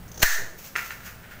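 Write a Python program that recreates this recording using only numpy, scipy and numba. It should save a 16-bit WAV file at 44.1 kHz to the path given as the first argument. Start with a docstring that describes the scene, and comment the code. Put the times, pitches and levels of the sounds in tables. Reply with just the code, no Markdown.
"""A small trunk creaks between cutter blades, then its fibres snap, close by in a bare, hard room.
The leafy top brushes past the stump, knocks on the floor, bounces and rolls with a rustle.
A soft hiss and a low rumble lie underneath. The snap overloads the microphone,
and the gain control turns the sound down, then lets it come back."""
import sys
import numpy as np
from scipy import signal
from scipy.fft import rfft, irfft
from scipy.io import wavfile
from numba import njit

SR = 44100
rng = np.random.default_rng(int(sys.argv[2]) if len(sys.argv) > 2 else 0)


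def unload_wav(signal):
    """Save mono or channel-first audio to the path in sys.argv[1] as 16-bit WAV at rate SR, clipped to [-1, 1]."""
    wavfile.write(
        sys.argv[1],
        SR,
        np.round(np.clip(np.atleast_2d(signal).T, -1, 1) * 32767).astype(np.int16),
    )


N = 61739

# bundles of fibres breaking (time [s], level [dB], fade [s])
FIBRE_BREAKS = [(.2192, -21, .002), (.2205, -18, .003), (.2245, -13, .004), (.2269, -5, .0025),
                (.2288, -5, .002), (.231, 3, .002), (.2355, -6, .002)]
# tone of the snap up close (frequency [Hz], level [dB])
SNAP_TONE = [(100, -1), (320, -18), (440, 17), (560, -9.5), (710, 10), (900, -3.5), (1600, 4.5), (2900, 2),
             (3500, -4.5), (4200, 5.5), (5000, -5.5), (6300, 4), (8500, -7.5), (12000, -5), (13500, -5.5),
             (14700, 1)]
# tone of the snap as it spreads into the room (frequency [Hz], level [dB])
SNAP_ECHO_TONE = [(170, -24), (400, -12.5), (700, -15), (1000, -16), (1300, -9), (1570, 1.5), (1790, 8),
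                  (1970, 0.5), (2200, -8.5), (2700, -12), (3500, -14), (4200, -10.5), (5000, -14.5),
                  (6300, -6), (9000, -20.5), (13000, -19), (14800, -8)]
# ringing of the trunk as it parts (frequency [Hz], time to fade by 60 dB [s], level [dB])
TRUNK_NOTES = [(103, 0.059, -15.5), (182, 0.045, -15), (452, 0.046, -15.5), (718, 0.043, -14),
               (1024, 0.045, -17.5), (1259, 0.049, -14), (1548, 0.05, -6), (1743, 0.055, -8.5),
               (1930, 0.036, -16), (2550, 0.011, -19), (4340, 0.035, -22)]
# wood creaking under the blades (time [s], level [dB], fade [s])
WOOD_CREAKS = [(.0795, -45, 0.015), (.1168, -36.5, 0.0074), (.1425, -39.5, 0.011), (.158, -42, 0.0071),
               (.1735, -39.5, 0.005), (.177, -29.5, 0.0047), (.194, -34.5, 0.017), (.2025, -32, 0.017),
               (.212, -38, 0.0091)]
# tone of a creak (frequency [Hz], level [dB])
CREAK_TONE = [(500, -3), (2500, -17.5), (5000, -14.5), (6300, 0), (7800, -22.5), (11000, -24), (13500, -20),
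              (15200, -8.5)]
# the cut top hitting the floor (time [s], level [dB], extra level of its tick [dB])
FLOOR_KNOCKS = [(0.7545, -19.5, 2), (0.756, -22, -4), (.7588, -22, -26), (.761, -8.5, 2),
                (0.7632, -18.5, -4), (0.7742, -26, -2), (0.778, -27, -11), (0.7836, -19.5, 7.5),
                (.7925, -21, -14), (.852, -42, 9), (0.9064, -23.5, 7.5), (.9086, -23, -5),
                (0.9204, -28, -3), (1.005, -37.5, 16), (1.077, -35, 0)]
# ringing of the cut top (frequency [Hz], time to fade by 60 dB [s], level [dB])
BRANCH_NOTES = [(903, .015, -19), (1415, 0.031, -18.5), (1607, 0.035, -16), (1743, 0.016, -11),
                (2008, 0.012, -2.5), (2420, 0.0099, -10.5), (2700, 0.013, -20)]
# leaves brushing and settling (peak time [s], level [dB], rise [s], fade [s])
LEAF_RUSTLES = [(0.589, -39.5, 0.0063, 0.014), (.655, -37.5, 0.032, 0.039), (.768, -32.5, 0.006, 0.042),
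                (.86, -40.5, 0.021, 0.051), (0.919, -43, 0.022, 0.03), (1.066, -36, 0.018, 0.031),
                (1.315, -49.5, 0.0087, 0.042)]
# tone of the leaves (frequency [Hz], level [dB])
LEAF_TONE = [(150, -4), (400, -8), (900, -7), (1700, -2), (2600, 0), (3800, -5.5), (6500, 1.5), (9000, -10),
             (12000, -5), (15000, 4)]
# twigs scraping the floor as the top rolls (peak time [s], level [dB], rise [s], fade [s])
TWIG_SCRAPES = [(.925, -44.5, 0.028, 0.024), (1.075, -41, 0.035, 0.033), (1.238, -46.5, 0.007, 0.032),
                (1.315, -44, 0.012, .035), (1.39, -54, 0.016, .03)]
# tone of a scrape (frequency [Hz], level [dB])
SCRAPE_TONE = [(200, -24), (650, -17), (1000, -16.5), (1500, 4), (2300, -6), (3200, -11), (8000, -36)]
# length of the room's echo (frequency [Hz], time to fade by 60 dB [s])
ECHO_TIMES = [(400, 0.74), (1800, 0.46), (6000, 0.48), (15000, 0.4)]
# tone of the background noise (frequency [Hz], level [dB])
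AIR_TONE = [(25, 0.5), (45, -3), (95, 0), (190, -4.5), (290, -16.5), (650, -15), (1000, -19.5), (1600, -18),
            (3500, -29), (9000, -32), (13000, -33.5), (15200, -21)]
# rise and fall of the background's bass (time [s], boost [dB])
RUMBLE_BOOST = [(0, 4), (.15, 2.5), (.45, -6.5), (.9, -4.5), (1.07, -0.5), (1.27, -2.5), (1.4, 1)]

SNAP_S = .2316  # the moment the trunk parts


def fibres(events):
    """Wood creaks or snaps: each break is a short shower of clicks from tearing fibres."""
    power = sum((undb(db) * burst(s, fade)) ** 2 for s, db, fade in events)
    return np.sqrt(power) * clicks(per_second=12000, scatter_db=0.5)


def landing():
    """Each hit on the floor rings the light branch and adds a gritty tick; the first also thuds."""
    tick_db, tick_fade_s = -24.5, 0.0055
    blows, ticks = np.zeros(N), 0
    for s, db, extra_db in FLOOR_KNOCKS:
        blows[int(s * SR)] += undb(db)
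        ticks += undb(db + extra_db + tick_db) * burst(s, tick_fade_s)
    wood = signal.fftconvolve(blows, ring(BRANCH_NOTES, 0))[:N]
    grit = unit(bandpass(rng.standard_normal(N), 310, 6040))
    thud = ring([(447, 0.018, -31.5)], FLOOR_KNOCKS[0][0])
    return bandpass(wood, 980, 2900, order=4) + ticks * grit + thud


def rustle(events, tone):
    """Leaves or twigs make many tiny touches that swell and fade as they move."""
    t = since(0)
    motion = sum(undb(db) * np.exp(-np.maximum((s - t) / rise, (t - s) / fade))
                 for s, db, rise, fade in events)
    return colour(motion * clicks(per_second=5000, scatter_db=2.5), tone)


def room_echo(bands=12):
    """The hard walls answer a click with a wash of noise whose high notes die first."""
    gap_s, build_s = 0.0014, 0.0027
    noise, t = rfft(rng.standard_normal(N)), since(gap_s)
    centres = np.geomspace(100, 16000, bands)
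    hz = np.arange(len(noise)) * SR / N
    tail = 0
    for centre, weights in zip(centres, np.eye(bands)):
        band = irfft(noise * lookup(list(zip(centres, weights)), hz), N)
        tail += band * np.exp(-np.log(1000) * t / lookup(ECHO_TIMES, centre))
    tail *= 1 - np.exp(-t / build_s)
    return tail / np.linalg.norm(tail)


def background():
    """A steady hiss lies over a low rumble that sinks and returns."""
    air = undb(-43.5) * colour(rng.standard_normal(N), AIR_TONE)
    boost_db = np.interp(since(0), *np.array(RUMBLE_BOOST).T)
    return air + lowpass(air, hz=280) * (undb(boost_db) - 1)


def clicks(per_second, scatter_db):
    """A dense stream of tiny clicks of uneven size."""
    size = undb(scatter_db * np.minimum(rng.exponential(size=N), 5))
    happens = rng.random(N) < per_second / SR
    return unit(happens * size * rng.choice([-1, 1], N))


def ring(notes, s):
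    """Fading notes, all struck at time s."""
    t = since(s)
    return sum(undb(db) * np.sin(2 * np.pi * hz * t) * np.exp(-np.log(1000) * t / ring_s)
               for hz, ring_s, db in notes)


def burst(s, fade):
    """Start suddenly at time s, then die away."""
    return (since(s) > 0) * np.exp(-since(s) / fade)


def colour(x, tone, size=4096):
    """Give a sound the tone in a table; white noise keeps its overall level."""
    gains = undb(lookup(tone, np.arange(size // 2 + 1) * SR / size))
    cepstrum = irfft(np.log(gains))
    # fold the second half onto the first, so the filter never sounds early
    cepstrum[1:size // 2] *= 2
    cepstrum[size // 2 + 1:] = 0
    response = irfft(np.exp(rfft(cepstrum)))
    return signal.fftconvolve(x, response / np.linalg.norm(response))[:N]


def lowpass(x, hz):
    """Gently keep what lies below hz, without delay."""
    return signal.sosfiltfilt(signal.butter(2, hz, fs=SR, output="sos"), x)


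def bandpass(x, low_hz, high_hz, order=2):
    """Keep what lies between two frequencies."""
    return signal.sosfilt(signal.butter(order, [low_hz, high_hz], "band", fs=SR, output="sos"), x)


def lookup(table, hz):
    """Read between a table's rows, giving each octave equal space."""
    frequencies, values = np.array(table).T
    return np.interp(np.log(np.maximum(hz, 1)), np.log(frequencies), values)


def since(s):
    """Seconds since a moment, zero before it."""
    return np.maximum(np.arange(N) / SR - s, 0)


def undb(db):
    """Turn decibels into a multiplier."""
    return 10 ** (np.asarray(db) / 20)


def unit(x):
    """Scale to an average power of 1."""
    return x / np.sqrt(np.mean(x ** 2))


def scene():
    """Creak, snap, fall and rustle sound in the room, over the background."""
    room, snap = room_echo(), fibres(FIBRE_BREAKS)
    # the other sources (sound, level sent to the echo [dB])
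    sources = [(colour(fibres(WOOD_CREAKS), CREAK_TONE), -7),
               (undb(0.5) * ring(TRUNK_NOTES, SNAP_S), -12),
               (landing(), -3.5),
               (rustle(LEAF_RUSTLES, LEAF_TONE) + rustle(TWIG_SCRAPES, SCRAPE_TONE), -6)]
    direct = colour(snap, SNAP_TONE) + sum(x for x, db in sources)
    # the snap is so brief that it strikes the room as one blow
    blow = np.linalg.norm(snap) * (np.arange(N) == int(SNAP_S * SR))
    spread = colour(blow, SNAP_ECHO_TONE) + sum(x * undb(db) for x, db in sources)
    return (direct + signal.fftconvolve(spread, room)[:N] + background())[None]


@njit
def follow(x, rise_s, fall_s):
    """Track how loud a sound is, rising and falling at separate speeds."""
    levels, level = np.empty(len(x)), 0.
    for i in range(len(x)):
        level += (abs(x[i]) - level) / (SR * (rise_s if abs(x[i]) > level else fall_s))
        levels[i] = level
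    return levels


def overload_swing():
    """The snap kicks the microphone off its rest level; it overshoots and creeps back."""
    rise_s, cross_s, fade_s = 0.0033, 0.045, 0.041
    t = since(SNAP_S)
    return 0.21 * (1 - np.exp(-t / rise_s)) * ((t / cross_s) ** 2 - 1) * np.exp(-t / fade_s)


def record(dry):
    """Loud parts are turned down and rounded off; the bass drops out briefly after the snap."""
    limit_db, top_hz = -17, 15500
    drop_s, hold_s, return_s = 0.0031, .15, 0.012
    level = follow(dry[0], rise_s=0.009, fall_s=0.052)
    x = np.tanh(dry[0] / np.maximum(1, level / undb(limit_db)))
    dropout = (1 - np.exp(-since(SNAP_S) / drop_s)) * np.exp(-since(SNAP_S + hold_s) / return_s)
    x -= 0.92 * dropout * lowpass(x, hz=700)
    treble_cut = signal.ellip(10, .2, 80, top_hz, fs=SR, output="sos")
    return signal.sosfilt(treble_cut, x + overload_swing())[None]


dry = scene()
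out = record(dry)
unload_wav(out)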